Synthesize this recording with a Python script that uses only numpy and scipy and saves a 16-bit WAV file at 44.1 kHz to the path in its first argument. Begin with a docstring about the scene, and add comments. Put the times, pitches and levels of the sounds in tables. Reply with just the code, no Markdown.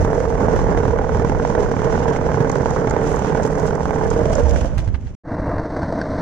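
"""Skateboard on pavers, then asphalt

A board rolls over concrete pavers, heard from the rider's hand: struck modes clack at the joints, shaped noise
roars, crackles and buffets, and resonances drum. Fingers thump and scrape the microphone housing as the
hand closes and the clatter dies away. After a short silence a board rolls on asphalt in mono: smoother
noise, with bumps, pings and a thin whistle.
"""
import sys
import numpy as np
from scipy import signal
from scipy.fft import rfft, irfft, next_fast_len
from scipy.io import wavfile
from scipy.ndimage import uniform_filter1d

SR = 44100
rng = np.random.default_rng(int(sys.argv[2]) if len(sys.argv) > 2 else 0)


def unload_audio(sound):
    """Save the sound as a 16-bit wav file, at the path given as the first command line argument."""
    columns = np.transpose(np.atleast_2d(sound))
    # keep every value between -1 and 1, then stretch to whole-number steps
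    steps = np.round(np.clip(columns, -1, 1) * 32767)
    wavfile.write(sys.argv[1], SR, steps.astype(np.int16))


N = 273861
TIME = np.arange(N) / SR
CUT_S, RESUME_S = 5.152, 5.235   # pavers end, asphalt begins
TRAVEL_S = 0.0008   # mean delay from blow to sound

# hardest hits on raised paver joints: start_s, relative_clack_db, relative_crack_db
JOINTS = [(0.048,-11.5,-48), (0.13,-15,-51), (0.201,-14,-38), (0.252,-15,-45), (0.302,-18.5,-44),
          (0.483,-13.5,-48), (0.562,-15,-37), (0.59,-10,-41), (0.774,-12.5,-39), (0.832,-15,-44),
          (0.853,-12.5,-48), (0.88,-14.5,-54), (0.987,-11.5,-50), (1.043,-14.5,-48), (1.093,-12,-54),
          (1.147,-15,-51), (1.197,-12,-51), (1.22,-14.5,-43), (1.247,-13.5,-35), (1.296,-14,-38),
          (1.319,-11,-37), (1.348,-15.5,-44), (1.398,-13,-54), (1.449,-14,-34), (1.5,-14.5,-45),
          (1.55,-16,-33), (1.714,-14.5,-47), (1.766,-13,-51), (1.818,-17,-54), (1.925,-16.5,-40),
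          (2.082,-12.5,-43), (2.161,-17,-36), (2.343,-14,-49), (2.373,-17.5,-48), (2.405,-10,-38),
          (2.446,-14,-45), (2.498,-11,-36), (2.556,-12.5,-45), (2.658,-9.5,-56), (2.762,-14.5,-48),
          (2.872,-11,-33), (2.91,-13,-43), (2.964,-14.5,-39), (3.246,-11.5,-41), (3.348,-9,-38),
          (3.398,-18,-46), (3.552,-15.5,-52), (3.707,-15,-49), (3.806,-16,-52), (3.855,-11,-43),
          (3.907,-14,-38), (3.959,-14.5,-42), (4.01,-14.5,-54), (4.112,-11.5,-39), (4.19,-11,-48),
          (4.255,-7.5,-37), (4.559,-14,-32), (4.611,-6.5,-47), (4.645,-11.5,-53)]
# rolling noise spectrum: frequency_hz, relative_density_db
ROLL_COLOUR = [(50, -10), (110, -2), (160, 0.5), (215, -4), (290, -2.5), (350, -9.5), (520, -9), (720, -10),
               (890, -6.5), (1230, -17), (1540, -16), (2000, -24), (2600, -39), (4500, -63.5)]


def from_db(db):
    """Decibels to amplitude gain."""
    return 10 ** (np.asarray(db) / 20)


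def rms_one(x):
    """Scale to unit power."""
    return x / np.sqrt(np.mean(x ** 2) + 1e-20)


def gains(rows):
    """The dB columns of a timed curve as gains at every sample."""
    s, *columns = np.transpose(rows)
    return [from_db(np.interp(TIME, s, column)) for column in columns]


def at_hz(points, hz):
    """Interpolate a table on a log-frequency axis."""
    f, value = np.transpose(points)
    return np.interp(np.log(hz), np.log(f), value)


def ramp(t, start_s, length_s):
    """Linear rise from 0 to 1."""
    return np.clip((t - start_s) / length_s, 0, 1)


def drift(rate_hz):
    """Smooth random wander of unit power: noise through a double pole, at a reduced sample rate."""
    step, settle = 40, 2000
    pole = np.exp(-2 * np.pi * rate_hz * step / SR)
    white = rng.standard_normal(N // step + settle + 2)
    slow = signal.lfilter([1], [1, -2 * pole, pole * pole], white)[settle:]
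    return np.interp(np.arange(N) / step, np.arange(len(slow)), rms_one(slow))


def lowpass(x, hz):
    """Second-order low-pass."""
    return signal.sosfilt(signal.butter(2, min(hz, .45 * SR), fs=SR, output="sos"), x + 1e-18)


def ring(force, hz, t60_s):
    """A two-pole mode: a unit click starts a decaying sine of initial height 1."""
    radius = from_db(-60 / (t60_s * SR))
    angle = 2 * np.pi * hz / SR
    return signal.lfilter([0, np.sin(angle)], [1, -2 * radius * np.cos(angle), radius ** 2], force + 1e-18)


def resonance(x, hz, width_hz):
    """A fixed band-pass resonance, at unit power."""
    return rms_one(signal.lfilter(*signal.iirpeak(hz, hz / width_hz, fs=SR), x))


def gliding(x, hz, width_hz):
    """A resonance whose centre moves: one pole in a rotating frame, at unit power."""
    turn = np.exp(2j * np.pi * np.cumsum(hz) / SR)
    slow = signal.lfilter([1], [1, -np.exp(-np.pi * width_hz / SR)], x / turn)
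    return rms_one((turn * slow).real)


def clicks(times, sizes):
    """A train of single-sample blows."""
    out = np.zeros(N)
    np.add.at(out, np.clip(np.round(times * SR).astype(int), 0, N - 1), sizes)
    return out


def fading(blows, decay_s):
    """Each blow leaves an exponential tail."""
    return signal.lfilter([1], [1, -np.exp(-1 / (decay_s * SR))], blows + 1e-18)


def pan(lean_db):
    """Left and right gains of unit mean power from a left-right level difference."""
    g = from_db(np.array([[.5], [-.5]]) * lean_db)
    return g / np.sqrt(np.mean(g ** 2, axis=0))


def noise(spectrum, envelope=1, stereo=True):
    """Enveloped white noise, then coloured; channels partly alike, at unit power."""
    # channel correlation: frequency_hz, likeness_ratio
    likeness = [(50, 0.25), (100, 0.35), (200, 0.86), (520, 0.97), (850, 0.6), (1500, 0.43), (2300, 0.19),
                (6500, 0.25)]
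    size = next_fast_len(N)
    hz = np.maximum(np.arange(size // 2 + 1) * SR / size, 1)
    mid, side = rfft(rng.standard_normal((2, N)) * envelope, size) * from_db(at_hz(spectrum, hz))
    if stereo:
        alike = np.clip(at_hz(likeness, hz), -1, 1)
        mid = np.sqrt(1 + alike) * mid + np.sqrt(1 - alike) * side * [[1], [-1]]
    return rms_one(irfft(mid, size)[..., :N])


def strike(times, level_db, scatter_db, contact_hz):
    """A blow pushes all board modes one way; bending waves reach each at its own moment and strength."""
    # board modes: frequency_hz, relative_level_db, t60_s
    board = [(144.4, -10.5, 0.06), (284, -14, 0.034), (469, -9.5, 0.036), (650, -8, 0.036),
             (828, 0.5, 0.017), (960, -4, 0.014), (1466, -7.5, 0.011), (2060, -12, 0.0036)]
    travel_spread_s = .00014
    out, sign = np.zeros(N), np.sign(rng.standard_normal(len(times)))
    for hz, mode_db, t60_s in board:
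        strength, travel = rng.standard_normal((len(times), 2)).T
        sizes = from_db(level_db + mode_db + scatter_db * strength) * sign
        arrivals = times + TRAVEL_S + travel_spread_s * travel
        out += ring(clicks(arrivals, sizes), hz, t60_s)
    return lowpass(out, contact_hz)


def pavers():
    """Joints ring the board in clacks and rebounds; each blow swells the roar, drumming, rasp and grit."""
    # steady roar colour shared above; grit spectrum: frequency_hz, relative_density_db
    grit_colour = [(2500, -16), (3900, -9.5), (5000, -2.5), (6100, 2.5), (7000, -2.5), (8000, -10.5),
                   (10000, -19), (14000, -47.5)]
    # rougher and smoother paving: start_s, hiss_change_db
    surface_curve = [(0.03, 2.5), (0.3, -1), (0.6, 5), (0.78, 3), (0.9, -1), (1.05, 0), (2.05, 3.5),
                     (2.7, 2.5), (3.1, 3), (4.03, -0.5), (4.35, 4)]
    # loose grains on the paving: start_s, crackle_db
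    crackle_curve = [(0, -51.5), (1.4, -78), (2.8, -66.5), (3.0, -57), (3.13, -45), (3.26, -63),
                     (3.48, -48.5), (3.7, -54.5), (4.8, -55.5)]
    # wheels' rasp around 2-3 kHz: start_s, level_db
    rasp_curve = [(0, -51), (1.1, -48), (1.5, -50), (2.2, -47), (2.75, -52), (2.85, -48.5), (3.3, -45.5),
                  (3.55, -51), (4.1, -48.5), (4.55, -48), (4.8, -46)]
    # hand dropping and closing: start_s, clatter_change_db, hiss_change_db
    cover_curve = [(4.25, -1, -1.5), (4.6, -5, -1.5), (4.66, -7, -3.5), (4.73, -16.5, -11.5),
                   (4.84, -17, -9.5), (4.91, -25.5, -17), (5.0, -37, -23), (5.07, -43, -15),
                   (5.13, -31, -21)]
    rasp_colour = [(1200, -15.5), (2100, 0.0), (3100, -1.0), (4200, -13.0), (7000, -38.0)]
    roar_db, grit_db = -23.5, -47   # before surface and hand changes
    roar_follows = 0.79   # share of the surface swing
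    gap_db, gap_s = -6, 0.0077   # a wheel is unloaded crossing the gap before a hard edge
    drop_s, drop_time_s = 4.04, 0.16   # the hand drops towards the deck
    clack_drop_db, roar_drop_db = -5.5, -1.3

    hard, hard_db, _ = np.transpose(JOINTS)
    light, light_db = light_joints(hard)
    times, blow_db = np.append(hard, light), np.append(hard_db, light_db)
    heard_db = blow_db + clack_drop_db * ramp(times, drop_s, drop_time_s)
    clacks = strike(times, heard_db + 1.0, scatter_db=0.5, contact_hz=2000)
    rebound_times = times + rng.uniform(0.00097, 0.00455, len(times))
    rebounds = strike(rebound_times, heard_db - 7.5, scatter_db=3.5, contact_hz=1790)

    jolt = fading(clicks(times, from_db(blow_db - blow_db.mean())), decay_s=0.0014)
    climb = uniform_filter1d(jolt, int(0.0051 * SR))   # a wheel takes a moment to ride over the edge
    gap = fading(clicks(hard, np.ones(len(hard)))[::-1], decay_s=gap_s)[::-1]   # grows towards the edge
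    load = rms_one((1 + 2.5 * climb) * from_db(1.66 * drift(25) + gap_db * gap))
    surface, = gains(surface_curve)
    roar_level = from_db(roar_db + roar_drop_db * ramp(TIME, drop_s, drop_time_s)) * surface ** roar_follows
    roar = roar_level * noise(ROLL_COLOUR, load)

    crunch = (1 + 1.3 * climb) * from_db(2.6 * drift(22) + 1.9 * drift(350))
    grit = from_db(grit_db) * noise(grit_colour, crunch)
    crackle = gains(crackle_curve)[0] * crushed_grains(crunch)
    rasp = gains(rasp_curve)[0] * noise(rasp_colour, crunch)

    clatter_gain, hiss_gain = gains(cover_curve)
    clatter = clacks + rebounds + rattle() + roar + deck(load) + boom(load)
    return clatter_gain * clatter + hiss_gain * surface * (rasp + grit + crackle)


def light_joints(hard):
    """Joints between hard hits come at a near-steady pace, weak and strong in turn."""
    joints_per_s, jitter_s = 38.7, .0007   # pavers are not laid quite evenly
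    light_db, alternate_db, uneven_db = -19, 1.5, 1.1
    steps = np.maximum(np.round(np.diff(hard) * joints_per_s), 1).astype(int)
    rows = []
    for a, b, n in zip(hard, hard[1:], steps):
        rows += [(a + (b - a) * k / n, (-1) ** k) for k in range(1, n)]
    times, turn = np.transpose(rows)
    late, size = rng.standard_normal((len(times), 2)).T
    return times + jitter_s * late, light_db + alternate_db * turn + uneven_db * size


def crushed_grains(pressure):
    """Single grains of very unequal size crack under the wheels as short noise bursts."""
    colour = [(3000, -19.5), (6500, 6.5), (9000, -2.5), (11500, -12.0), (13000, -14.5), (16000, -26.5)]
    grains_per_s = 900
    snaps = (rng.random(N) < grains_per_s / SR) * from_db(2.9 * np.minimum(rng.exponential(1, N), 5))
    return noise(colour, pressure * fading(snaps, decay_s=0.0005))


def rattle():
    """Loose trucks and rough paver faces knock the board modes at random times."""
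    knocks_per_s, floor_db, range_db = 70, -26, 6
    when, size = rng.random((int(knocks_per_s * CUT_S), 2)).T
    return strike(when * CUT_S, floor_db + range_db * size, scatter_db=3.5, contact_hz=1880)


def deck(load):
    """Wheel load drums two bending modes; they waver together and climb as the hand drops."""
    # bending modes: start_s, lower_hz, lower_db, upper_hz, upper_db
    modes = [(0, 458.5, -20.5, 613, -32), (2.4, 443, -20.5, 595, -44.5), (4.1, 448.6, -22, 578, -30.5),
             (4.3, 453, -23, 600, -22.5), (4.5, 477, -20, 587, -22), (4.65, 504, -25, 628, -23)]
    # drive spectrum: frequency_hz, relative_density_db
    drive = [(150, -19), (380, -2), (660, 1.5), (820, -18), (2500, -32.5)]
    s, low_hz, low_db, high_hz, high_db = np.transpose(modes)
    waver = 1 + 0.01 * drift(4.4)
    lower = gliding(noise(drive, load), np.interp(TIME, s, low_hz) * waver, width_hz=43)
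    upper = gliding(noise(drive, load), np.interp(TIME, s, high_hz) * waver, width_hz=170)
    return from_db(np.interp(TIME, s, low_db)) * lower + from_db(np.interp(TIME, s, high_db)) * upper


def boom(load):
    """The board bounces on its bushings: a low resonance of wandering pitch."""
    # bounce resonance: start_s, pitch_hz, level_db
    bounce = [(0, 150, -42), (1.2, 153, -33), (2.3, 127, -25.5), (3.0, 140.3, -30.5), (3.8, 173.3, -25),
              (4.4, 166.6, -36)]
    s, hz, db = np.transpose(bounce)
    tone = gliding(noise(ROLL_COLOUR, load), np.interp(TIME, s, hz), width_hz=38)
    return from_db(np.interp(TIME, s, db)) * tone


def wind():
    """Lumpy buffeting noise, mostly separate at each port in its lows, and a rumble in the closing hand."""
    # wind at the microphone: start_s, level_db
    buffet_curve = [(0, -13.5), (0.17, -23.5), (0.62, -18.5), (0.96, -21.5), (1.4, -21.5), (2.4, -26.5),
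                    (3.9, -26.5), (4.3, -19), (4.95, -26), (5.14, -31.5)]
    # wind spectrum: frequency_hz, relative_density_db
    colour = [(12, -19), (25, -7), (40, -4.5), (72, -4), (110, -8.5), (180, -13.5), (500, -30),
              (2000, -47.5), (8000, -87.5)]
    # resonance of the hand's hollow: start_s, pitch_hz, level_db
    hollow = [(4.15, 75.6, -55), (4.27, 72, -30), (4.55, 71, -15), (4.66, 61.2, -26), (4.76, 48.1, -21),
              (5.1, 40, -36)]
    s, hz, db = np.transpose(hollow)
    rumble = from_db(np.interp(TIME, s, db)) * gliding(noise(colour), np.interp(TIME, s, hz), width_hz=8.4)
    buffets = gains(buffet_curve)[0] * noise(colour, from_db(1.0 * drift(16.0)))
    return buffets * pan(-2.9) + rumble * pan(-7.5)


def cracks():
    """A wheel meeting a sharp paver edge adds a very short bright noise burst to the clack."""
    colour = [(600, -7.5), (1500, 8.5), (2100, 8.5), (2700, -4.0), (3300, -4.0), (4300, -13.5),
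              (6200, -3), (9000, -32.5), (14000, -55)]
    times, _, crack_db = np.transpose(JOINTS)
    burst = fading(clicks(times + TRAVEL_S, from_db(crack_db + 7.0)), decay_s=0.0048)
    return burst * noise(colour)


def stones():
    """Stones snap under a wheel as short bright noise bursts."""
    # snaps: start_s, relative_level_db
    snaps = [(2.4955, -31.5), (2.516, -30.5), (2.5852, -40.5), (2.7056, -33.5), (2.897, -32.5),
             (2.908, -31), (3.072, -34.5), (3.1279, -38), (3.1604, -34), (3.1913, -36), (3.4317, -32),
             (3.5545, -40.5), (3.598, -36.5), (3.7525, -37), (4.103, -30), (4.353, -26.5), (4.494, -30)]
    colour = [(1500, -15), (4000, -3.0), (6800, 13.5), (9000, -10.0), (15000, -27)]
    times, level_db = np.transpose(snaps)
    burst = fading(clicks(times, from_db(level_db + 2.0)), decay_s=0.0036)
    return burst * noise(colour)


def fingers():
    """The shifting grip thumps the housing; each slip rings its modes and scrapes across it."""
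    # grip thumps: start_s, relative_level_db, pitch_hz
    grip = [(4.434, -3.5, 68.9), (4.521, -8, 68.4), (4.613, -10, 67), (4.77, -11, 100), (4.875, -8, 92),
            (4.938, -7, 66.5), (5.061, -19, 72)]
    # slips: start_s, relative_knock_db, relative_scrape_db, scrape_decay_s, scrape_top_hz
    slips = [(4.777, -29.5, -32, 0.02, 12000), (4.876, -32, -38, 0.0086, 9000),
             (4.943, -31, -29.5, .009, 3480), (5.069, -40, -41.5, 0.011, 5000)]
    # housing modes: frequency_hz, relative_level_db, t60_s
    housing = [(904, -3, 0.02), (1590, -5.5, 0.025), (1960, -7, 0.02), (4050, -22, 0.022)]
    second_tap_s = 0.0099   # a slipping finger catches twice
    rub_colour = [(600, 6.5), (1500, 6.5), (6500, -6.5), (15000, -19)]
    thumps = sum(ring(clicks(np.array([s]), from_db(db)), hz, t60_s=0.13) for s, db, hz in grip)
    rub = noise(rub_colour, from_db(3.6 * drift(250)))
    scrapes = 0
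    for s, _, db, decay_s, top_hz in slips:
        envelope = fading(clicks(np.array([s]), from_db(db)), decay_s)
        scrapes = scrapes + lowpass(rub * envelope, top_hz)
    times, knock_db = np.transpose(slips)[:2]
    taps = clicks(times, from_db(knock_db)) + clicks(times + second_tap_s, from_db(knock_db))
    knocks = sum(from_db(db) * ring(taps, hz, t60_s) for hz, db, t60_s in housing)
    return (lowpass(thumps, hz=190) + knocks) * pan(-13.0) + scrapes


def asphalt():
    """Fine texture makes mono roar and growing hiss; bumps strike the board and ping the axle; a whistle fades."""
    # roar: start_s, level_db
    roar_curve = [(5.3, -24), (5.42, -23), (5.52, -19.5), (5.7, -24.5), (5.9, -23), (6.2, -22)]
    # bumps: start_s, relative_level_db, relative_tick_db
    bump_table = [(5.582, -25, -45), (5.764, -21, -47), (5.818, -20, -41), (5.831, -20, -44),
                  (5.924, -17.5, -49), (6.014, -22, -34.5)]
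    # roar spectrum: frequency_hz, relative_density_db
    roar_colour = [(20, 1), (60, 2), (150, 2.5), (210, -1.5), (300, 3.5), (390, -11), (470, -2), (545, -7),
                   (620, 1.5), (790, -12), (980, -8.5), (1270, -17.5), (1560, -17), (2050, -24),
                   (3000, -61)]
    # tread hiss spectrum: frequency_hz, relative_density_db
    hiss_colour = [(2000, -18), (3200, -11), (3900, -2), (4400, 0), (5100, -5), (6000, -4), (7300, -20),
                   (8200, -12), (9500, -26), (11000, -60)]
    tick_colour = [(800, -6), (1800, 7), (3000, -13), (5500, -2), (8000, -27)]
    tread_db, tread_rise_db_per_s = -60, 8.5   # level when the road begins, and its growth

    times, level_db, tick_db = np.transpose(bump_table)
    swell = 1 + fading(clicks(times, from_db(level_db - level_db.mean())), decay_s=0.0054)
    texture = from_db(1.6 * drift(50) + 1.0 * drift(300)) * swell
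    roar = gains(roar_curve)[0] * noise(roar_colour, texture, stereo=False)
    tread_gain = from_db(tread_db + tread_rise_db_per_s * (TIME - RESUME_S))
    tread = tread_gain * noise(hiss_colour, texture, stereo=False)
    bumps = strike(times, level_db, scatter_db=-0.5, contact_hz=1900)

    pitch_hz, width_hz = 2730, 40
    narrow = resonance(rng.standard_normal(N), pitch_hz, width_hz)
    whistle = from_db(-67) * resonance(narrow, pitch_hz, width_hz)
    whistle = whistle * np.interp(TIME, [5.25, 5.5, 5.8], [.6, 1, .25])

    snaps = clicks(times + TRAVEL_S, from_db(tick_db))
    ticks = fading(snaps, decay_s=0.0039) * noise(tick_colour, stereo=False)
    high_ping = from_db(-0.5) * ring(snaps, hz=4470, t60_s=0.029)
    low_ping = from_db(15.5) * ring(snaps, hz=1560, t60_s=0.026)
    road = roar + tread + ticks + high_ping + low_ping + bumps + whistle
    return signal.sosfilt(signal.butter(10, 9300, fs=SR, output="sos"), road)


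def ports(x):
    """Sound from below bends round the housing to two ports with different level and phase."""
    # level difference: frequency_hz, left_minus_right_db
    lean = [(140, -4), (300, -3.5), (480, -7.5), (820, -14.5), (1400, -8), (2600, -4), (5500, -0.5),
            (8000, -2.5)]
    # phase difference: frequency_hz, left_lead_rad
    left_leads = [(300, 0), (660, 0.4), (950, 1.12), (1460, 0.95), (2330, -1), (2760, -4), (4400, -7.5),
                  (5300, -9)]
    size = next_fast_len(N + SR // 10)
    hz = np.maximum(np.arange(size // 2 + 1) * SR / size, 1)
    turn = np.exp(1j * at_hz(left_leads, hz) * np.array([[1], [0]]))
    return irfft(rfft(x, size) * pan(at_hz(lean, hz)) * turn, size)[:, :N]


def scene():
    """The sidewalk stops dead; after a silence the road fades in."""
    sidewalk = ports(pavers() + cracks() + stones()) + fingers() + wind()
    sidewalk = sidewalk * np.clip((CUT_S - TIME) / 0.00098, 0, 1)
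    return sidewalk + asphalt() * ramp(TIME, RESUME_S, length_s=0.071)


def record(dry):
    """Soft saturation rounds the highest peaks; a steep low-pass cuts the top."""
    ceiling, cutoff_hz = .85, 15800
    rounded = dry / (1 + (dry / ceiling) ** 6) ** (1 / 6)
    return signal.sosfilt(signal.ellip(10, .1, 80, cutoff_hz, fs=SR, output="sos"), rounded)


dry = scene()
out = record(dry)
unload_audio(out)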